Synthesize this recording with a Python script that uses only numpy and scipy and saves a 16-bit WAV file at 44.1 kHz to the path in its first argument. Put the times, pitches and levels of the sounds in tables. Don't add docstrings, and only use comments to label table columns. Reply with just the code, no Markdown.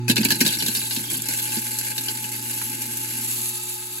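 import sys
import numpy as np
from scipy import signal
from scipy.fft import rfft, irfft, next_fast_len
from scipy.io import wavfile
from scipy.ndimage import map_coordinates

SR = 44100
rng = np.random.default_rng(int(sys.argv[2]) if len(sys.argv) > 2 else 0)


def transcribe(signal):
    frames = np.atleast_2d(signal).T
    limited = np.clip(frames, -1, 1)
    pcm = np.round(limited * 32767).astype(np.int16)
    wavfile.write(sys.argv[1], SR, pcm)


N = 176400
TOP_HZ = 15800

# start in seconds, relative level in dB,
# relative brightness in dB, pitch of the struck piece in Hz.
ICE_HITS = [(0.0807, -11.5, -10.5, 2470), (0.0886, -15, -4, 5200), (0.0974, -5.5, -11, 3900),
            (0.1029, -13.5, -12, 2800), (0.111, -12, -15, 4210), (0.1179, -18, -13, 4080),
            (0.158, -16, -5.5, 4140), (0.1658, -4.5, -33, 3850), (0.1794, -10, -12, 2230),
            (0.2092, -18, -7, 2640), (0.231, -11.5, -24, 4600), (0.2487, -14, 1.5, 4160),
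            (0.2508, -7.5, -31, 2620), (0.2855, -14.5, -11, 4840), (0.3045, -4.5, -11.5, 1712),
            (0.3121, -14.5, -3, 4230), (0.319, -6.5, -12, 4000), (0.3456, -15, -18, 4100),
            (0.405, -10.5, -5, 2305), (0.409, -4.5, -12.5, 4226), (0.412, -11, -4, 1730),
            (0.417, -12, -12.5, 5100), (0.451, -13.5, -14, 3840), (0.462, -5, -14.5, 4270),
            (0.467, -18, 1, 4440), (0.4754, -16, -3, 3550), (0.507, -19, -5, 2530),
            (0.5346, -17, -12, 4380), (0.542, -16.5, -18, 4400), (0.5524, -20.5, -10, 4130),
            (0.623, -12, -13, 4100), (0.6619, -14, -4.5, 4100), (0.6821, -14, -4, 4080),
            (0.689, -19, -16, 4100), (0.749, -13.5, -5, 4270), (0.757, -18, -11, 4040),
            (0.7706, -18, -4, 4360), (0.9088, -15.5, -15, 4060), (0.962, -15.5, -9, 3680),
            (1.101, -24.5, 2.5, 2440), (1.2194, -34, 13.5, 4580), (1.2858, -16.5, -3, 4230),
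            (1.3983, -32, -1, 2700), (1.519, -20.5, -7, 2904), (1.5679, -17.5, -12, 4130),
            (1.7863, -19.5, 2, 4380), (1.793, -27, 1, 4740), (1.9031, -23, -2, 4310),
            (1.979, -14, -7, 4020), (2.084, -14, -19, 4210), (2.083, -15.5, -20, 2986),
            (2.2415, -19.5, -5, 2910), (2.3182, -38, 12, 4400), (2.8178, -29, 10, 2340),
            (2.9703, -33.5, 10.5, 4570)]
# time in seconds, chip rattle in dB, housing rumble in dB.
GRINDING_LEVELS = [(0,-55,-61),(.075,-55,-53),(.1,-12,-40),(.145,-47,-32),(.17,-29.5,-35),(.39,-33.5,-39),(.47,-28,-30),(.7,-31.5,-42),(1.08,-34.5,-45.5),(1.13,-28.5,-36),(1.26,-35.5,-47.5),(1.3,-31,-45.5),(1.85,-30.5,-49.5),(2.4,-35,-50.5),(3.1,-33,-51),(3.5,-42.5,-56),(4,-41.5,-62)]


def amp(db):
    return 10 ** (np.asarray(db) / 20)


def fade(t, t60):
    return amp(-60 * t / t60)


def unit(x):
    return x / np.sqrt(np.mean(x ** 2) + 1e-20)


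def along(points, hz):
    f, values = np.transpose(points)
    return np.interp(np.log(hz + 1), np.log(f + 1), values)


def curves(rows):
    times, *columns = np.transpose(rows)
    return [np.interp(np.arange(N) / SR, times, column) for column in columns]


def wobble(rate):
    return map_coordinates(rng.standard_normal(2048), [np.arange(N) * rate / SR], mode="wrap")


def grid():
    return np.fft.rfftfreq(2 * next_fast_len(N // 2 + 4096), 1 / SR)


def filtered(x, response):
    return irfft(rfft(x, 2 * len(response) - 2) * response)[..., :N]


def colour(points, low_hz=None):
    hz = grid()
    low_cut = (hz ** 2 / (hz ** 2 + low_hz ** 2)) ** 2 if low_hz else 1
    cepstrum = irfft(np.log(amp(along(points, hz)) * low_cut + 1e-6))
    half = len(cepstrum) // 2
    cepstrum[1:half] *= 2
    cepstrum[half + 1:] = 0
    return np.exp(rfft(cepstrum))


def add(track, start, sound):
    part = track[..., max(0, round(start * SR)):][..., :sound.shape[-1]]
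    part += sound[..., :part.shape[-1]]


def band(hz, width_hz):
    return unit(filtered(rng.standard_normal((2, N)), 1 / (1 + 2j * (grid() - hz) / width_hz) ** 2))


def clicks(rate, spread_db):
    hits = rng.random(N) < rate / SR
    return hits * amp(spread_db * np.clip(rng.standard_normal(N), -2, 2)) * rng.choice([-1, 1], N)


def chamber(points, ring_db):
    # pitch in Hz, width in Hz, relative level in dB.
    resonances = [(946,10.7,-2),(1560,49,4.5),(1675,44,-0.5),(2163,100,-0.5),(2375,18,6.5),(2620,26,8.5),(2820,140,2),(4106,39,9.5),(4300,79,7),(4690,45,7),(7210,220,-6.5)]
    f = grid()
    ring = sum(amp(db) * 1j * f * width / (hz * hz - f * f + 1j * f * width)
               for hz, width, db in resonances)
    response = colour(points, low_hz=323) * (1 + amp(ring_db) * ring) * (f < TOP_HZ)
    return response / np.sqrt(np.mean(abs(response) ** 2))


def basin(x):
    # time in seconds, delay in milliseconds, strength as a share of the direct sound.
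    echo = [(0,0.35,0.12),(3.1,0.35,0.21),(3.3,0.37,0.071),(3.5,0.48,0.059),(3.67,.59,0),(3.83,0.96,0.054),(4,.77,0.0016)]
    delay_ms, share = curves(echo)
    n = np.arange(N)
    return x + share * np.array([np.interp(n - delay_ms * SR / 1000, n, side) for side in x])


def stereo(pair, alike=1):
    # frequency in Hz, likeness of the sides from 0 to 1 (before `alike` scales it).
    likeness = [(300,0.84),(600,0.083),(1600,0.09),(3000,0.32),(5000,0.083),(7000,0.82),(8000,1),(9000,1),(10200,0.95),(11500,0.78),(12500,0.89),(13700,1),(15500,0.94)]
    # frequency in Hz, how far the left wave is ahead in radians.
    left_lead = [(400,0),(1000,0),(1400,3),(1900,3.3),(2500,6.28),(3100,9.3),(3800,10.4),(4700,12.5),(5600,15.6),(6200,13.1),(7400,12.3),(8700,9.6),(9500,9.3),(10900,6.35),(11900,6.2),(13100,3.2),(14400,3.1),(14900,0)]
    f = grid()
    blend = np.arccos(np.clip(alike * along(likeness, f), 0, 1)) / 2
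    lead = np.exp(.5j * along(left_lead, f))
    common, apart = rfft(pair, 2 * len(f) - 2) * [np.cos(blend), np.sin(blend)]
    return irfft(np.array([(common + apart) * lead, (common - apart) / lead]))[:, :N]


def whines():
    # pitch in Hz, width in Hz, starting point for the level in dB.
    bands = [(1275,54,-59),(2640,56,-54.5),(3760,490,-50),(4570,210,-52)]
    # time in seconds, dB added to all the bands.
    boost = [(0,-8.5),(3.15,-4),(3.5,5.5),(3.85,0),(4,4.5)]
    return amp(curves(boost)[0]) * sum(amp(db) * band(hz, width) for hz, width, db in bands)


def whistle():
    # time in seconds, relative level in dB.
    levels = [(0,-49.5),(1.2,-61.5),(1.4,-47),(1.9,-47.5),(2.6,-48.5),(3.3,-53.5),(3.55,-51),(4,-55)]
    pitch_hz = 861 + 2.08 * wobble(29.76)
    gain = np.sqrt(2) * amp(curves(levels)[0] + .6 * wobble(26))
    tone = gain * np.sin(2 * np.pi * np.cumsum(pitch_hz) / SR)
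    air = amp(-55) * band(865, width_hz=90)[0]
    return (tone + air) * amp([[4], [-8]])


def whir():
    # frequency in Hz, relative level in dB.
    tone = [(25,-28),(60,-1),(90,-2),(170,-25),(230,16),(300,12),(400,1),(500,-5),(700,-38),(1300,-0.5),(2700,-3.5),(4200,-32),(6000,0)]
    # time in seconds, level in dB.
    levels = [(0,-47),(3.3,-46),(3.7,-55.5),(4,-55.5)]
    treble_cut = 1 / (1 + (grid() / 5500) ** 4)
    rush = filtered(rng.standard_normal((2, N)), colour(tone) * treble_cut)
    return amp(curves(levels)[0]) * unit(rush)


def hum():
    # multiple of the hum's pitch, relative level in dB.
    harmonics = [(1,-3.5),(2,-12.5),(3,-6.5),(4,-52)]
    # time in seconds, overall level in dB.
    levels = [(0,-25.5),(.08,-25.5),(.2,-32.5),(.5,-39),(3.4,-40),(3.7,-46),(4,-48.5)]
    # time in seconds, added dB.
    third_boost = [(0,-8),(3.3,-4.5),(3.7,4.5),(4,5)]
    hum_hz, t, out = 119.95, np.arange(N) / SR, np.zeros(N)
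    (level_db,), (boost_db,) = curves(levels), curves(third_boost)
    for k, db in harmonics:
        gain = np.sqrt(2) * amp(level_db + db + (k == 3) * boost_db + .6 * wobble(2.84))
        out += gain * np.sin(2 * np.pi * (k * hum_hz * t + rng.random()))
    return out


def housing():
    # pitch in Hz, relative level in dB, fade time in seconds.
    notes = [(55,-27.5,.06),(168,-4,.1),(221,0,.12),(279,-1.5,.09),(345,-3.5,.09),(425,-17,.12),(560,-21,.12)]
    # start in seconds, relative level in dB, pitch of the boom in Hz.
    thumps = [(.095,-8,240),(.184,-12,205),(.203,-12,222),(.249,-17,255),(.306,-12.5,238),(.407,-9.5,255),(.435,-19,225),(.46,-23.5,240),(.626,-20,228),(.683,-23,222),(.969,-23.5,245),(1.12,-29,225),(1.157,-27.5,250),(1.286,-28.5,250),(1.41,-32,235),(1.571,-21,225),(1.986,-30,265),(2.245,-31,250)]
    t, booms = np.arange(SR // 4) / SR, np.zeros(N)

    def ring(tuning):
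        waves = sum(amp(db) * fade(t, t60) * np.sin(2 * np.pi * (hz * ratio * t + rng.random()))
                    for (hz, db, t60), ratio in zip(notes, tuning))
        return waves * (1 - np.exp(-t / .0024))

    swell = (1 - np.exp(-(t / .006) ** 2)) * fade(t, t60=.095)
    for start, db, hz in thumps:
        ringing = amp(-8) * ring(1 + .023 * rng.standard_normal(len(notes)))
        add(booms, start, amp(db) * (swell * np.sin(2 * np.pi * hz * t) + ringing))
    in_tune = np.ones(len(notes))
    common, apart = (unit(signal.oaconvolve(clicks(rate=76, spread_db=4), ring(in_tune))[:N])
                     for _ in range(2))
    rumble = common + amp(-26) * np.array([apart, -apart])
    return booms + amp(curves(GRINDING_LEVELS)[1]) * rumble


def patter(rate, spread_db, t60, spots=8):
    t, out = np.arange(SR // 20) / SR, np.zeros((2, N))
    for _ in range(spots):
        hits = clicks(rate / spots, spread_db)
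        ring = rng.standard_normal((2, len(t))) * fade(t, t60)
        out += signal.oaconvolve(hits[None], ring, axes=1)[:, :N]
    return out


def shard(hz, t60):
    t = np.arange(SR // 12) / SR
    pitches = hz * np.exp(.07 * rng.standard_normal((5, 1)))
    ring = rng.standard_normal((2, 5)) @ np.sin(2 * np.pi * pitches * t)
    return unit(ring) * (1 - np.exp(-t / .0012)) * fade(t, t60)


def tinkle(rate, centre_hz, spread, t60):
    out = np.zeros((2, N))
    for start in np.flatnonzero(rng.random(N) < rate / SR) / SR:
        pitch, size = np.clip(rng.standard_normal(2), -1.6, 1.6)
        add(out, start, amp(3.5 * size) * shard(centre_hz * np.exp(spread * pitch), t60))
    return unit(out)


def spray():
    # frequency in Hz, relative level in dB.
    tone = [(450, -57), (700, -40), (1100, -4), (1400, -35), (1650, -10.5), (2700, -4.5), (4200, -4.5),
            (5500, -4.5), (7500, 1), (9400, 4), (11500, 3), (13500, 0.5), (15500, -8.5)]
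    # time in seconds, level in dB.
    levels = [(0,-75),(.14,-88),(.2,-38),(.39,-33.5),(.48,-31),(.95,-27.5),(1.08,-34),(1.14,-28.5),(1.25,-37),(1.3,-28.5),(1.8,-30.5),(1.94,-34),(2.02,-30),(2.4,-34),(2.65,-28.5),(2.78,-34.5),(2.84,-32.5),(3.2,-29.5),(3.32,-26),(3.49,-27.5),(3.54,-31),(3.72,-31.5),(3.78,-34.5),(4,-33)]
    # time in seconds, share of the spurts kept.
    unevenness = [(0,.8),(1.9,1),(2.4,.65),(4,.35)]
    fizz = filtered(patter(rate=3000, spread_db=6, t60=.039), chamber(tone, ring_db=-9))
    pings = amp(-4.5) * tinkle(rate=270, centre_hz=10300, spread=.16, t60=.036)
    spurts_db = 1.5 * np.tanh(wobble(24.9)) + 2.3 * np.tanh(wobble(110))
    return (unit(fizz) + pings) * amp(curves(levels)[0] + curves(unevenness)[0] * spurts_db)


def chips():
    # time in seconds, hits per second.
    hit_rates = [(0,380),(1.9,450),(2.5,1400),(4,2500)]
    # frequency in Hz, relative level in dB.
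    tone = [(400, -7), (550, 6.5), (700, -19), (880, 11.5), (1050, -45.5), (1400, -9.5), (1600, 1),
            (2700, -8), (4300, -7.5), (6500, -3.5), (9300, 7.5), (11500, 6.5), (15500, -41.5)]
    # time in seconds, level of the clinks compared with the rattle in dB.
    clink_levels = [(0,-9),(.62,-1),(1.3,-8),(2.3,-16)]
    rate, = curves(hit_rates)
    hits = patter(rate, spread_db=8, t60=.049) / np.sqrt(rate)
    rattle = unit(filtered(hits, chamber(tone, ring_db=10)))
    clinks = amp(curves(clink_levels)[0]) * tinkle(rate=110, centre_hz=4100, spread=.14, t60=.11)
    return (rattle + clinks) * amp(curves(GRINDING_LEVELS)[0])


def knock():
    # frequency in Hz, relative level in dB.
    tone = [(500,-32),(900,0),(1500,0),(2400,-5),(4000,-32)]
    t, out = np.arange(SR // 8) / SR, np.zeros((2, N))
    add(out, start=2.614, sound=amp(-29) * fade(t, t60=.06) * rng.standard_normal((2, len(t))))
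    return filtered(out, chamber(tone, ring_db=-14))


def ice_rings():
    out = np.zeros((2, N))
    for start, db, _, hz in ICE_HITS:
        add(out, start, amp(db - 10) * shard(hz, t60=.07))
    return out


def blows():
    # frequency in Hz, relative level in dB.
    tone = [(400, 11.5), (700, -13), (880, 4.5), (1000, -5.5), (1350, -13.5), (1650, 2), (2200, -8.5),
            (3300, -2), (4200, -4), (6000, 3.5), (9000, 4.5), (12000, 8), (13800, -0.5), (15500, -2)]
    t = np.arange(SR // 8) / SR
    snap, splinters = fade(t, t60=.024), amp(-4.5) * fade(t, t60=.082)
    shape = (1 - np.exp(-t / .0006)) * np.hypot(snap, splinters)
    middle, treble = np.zeros((2, 2, N))
    for start, db, bright_db, _ in ICE_HITS:
        crack = amp(db - 2) * shape * rng.standard_normal((2, len(t)))
        add(middle, start, crack)
        add(treble, start, crack * amp(bright_db + 5))
    steel = chamber(tone, ring_db=7)
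    low_pass = 1 / (1 + (grid() / 5700) ** 8)
    return filtered(middle, steel * low_pass) + filtered(treble, steel * (1 - low_pass))


def scene():
    body = (housing() + hum()) * amp([[-1.03], [1.03]])
    smash = stereo(basin(blows() + ice_rings() + knock()), alike=.6)
    grinding = stereo(basin(chips() + spray() + whir()))
    return smash + grinding + body + whistle() + whines()


def record(dry):
    return filtered(dry, grid() < TOP_HZ)


dry = scene()
out = record(dry)
transcribe(out)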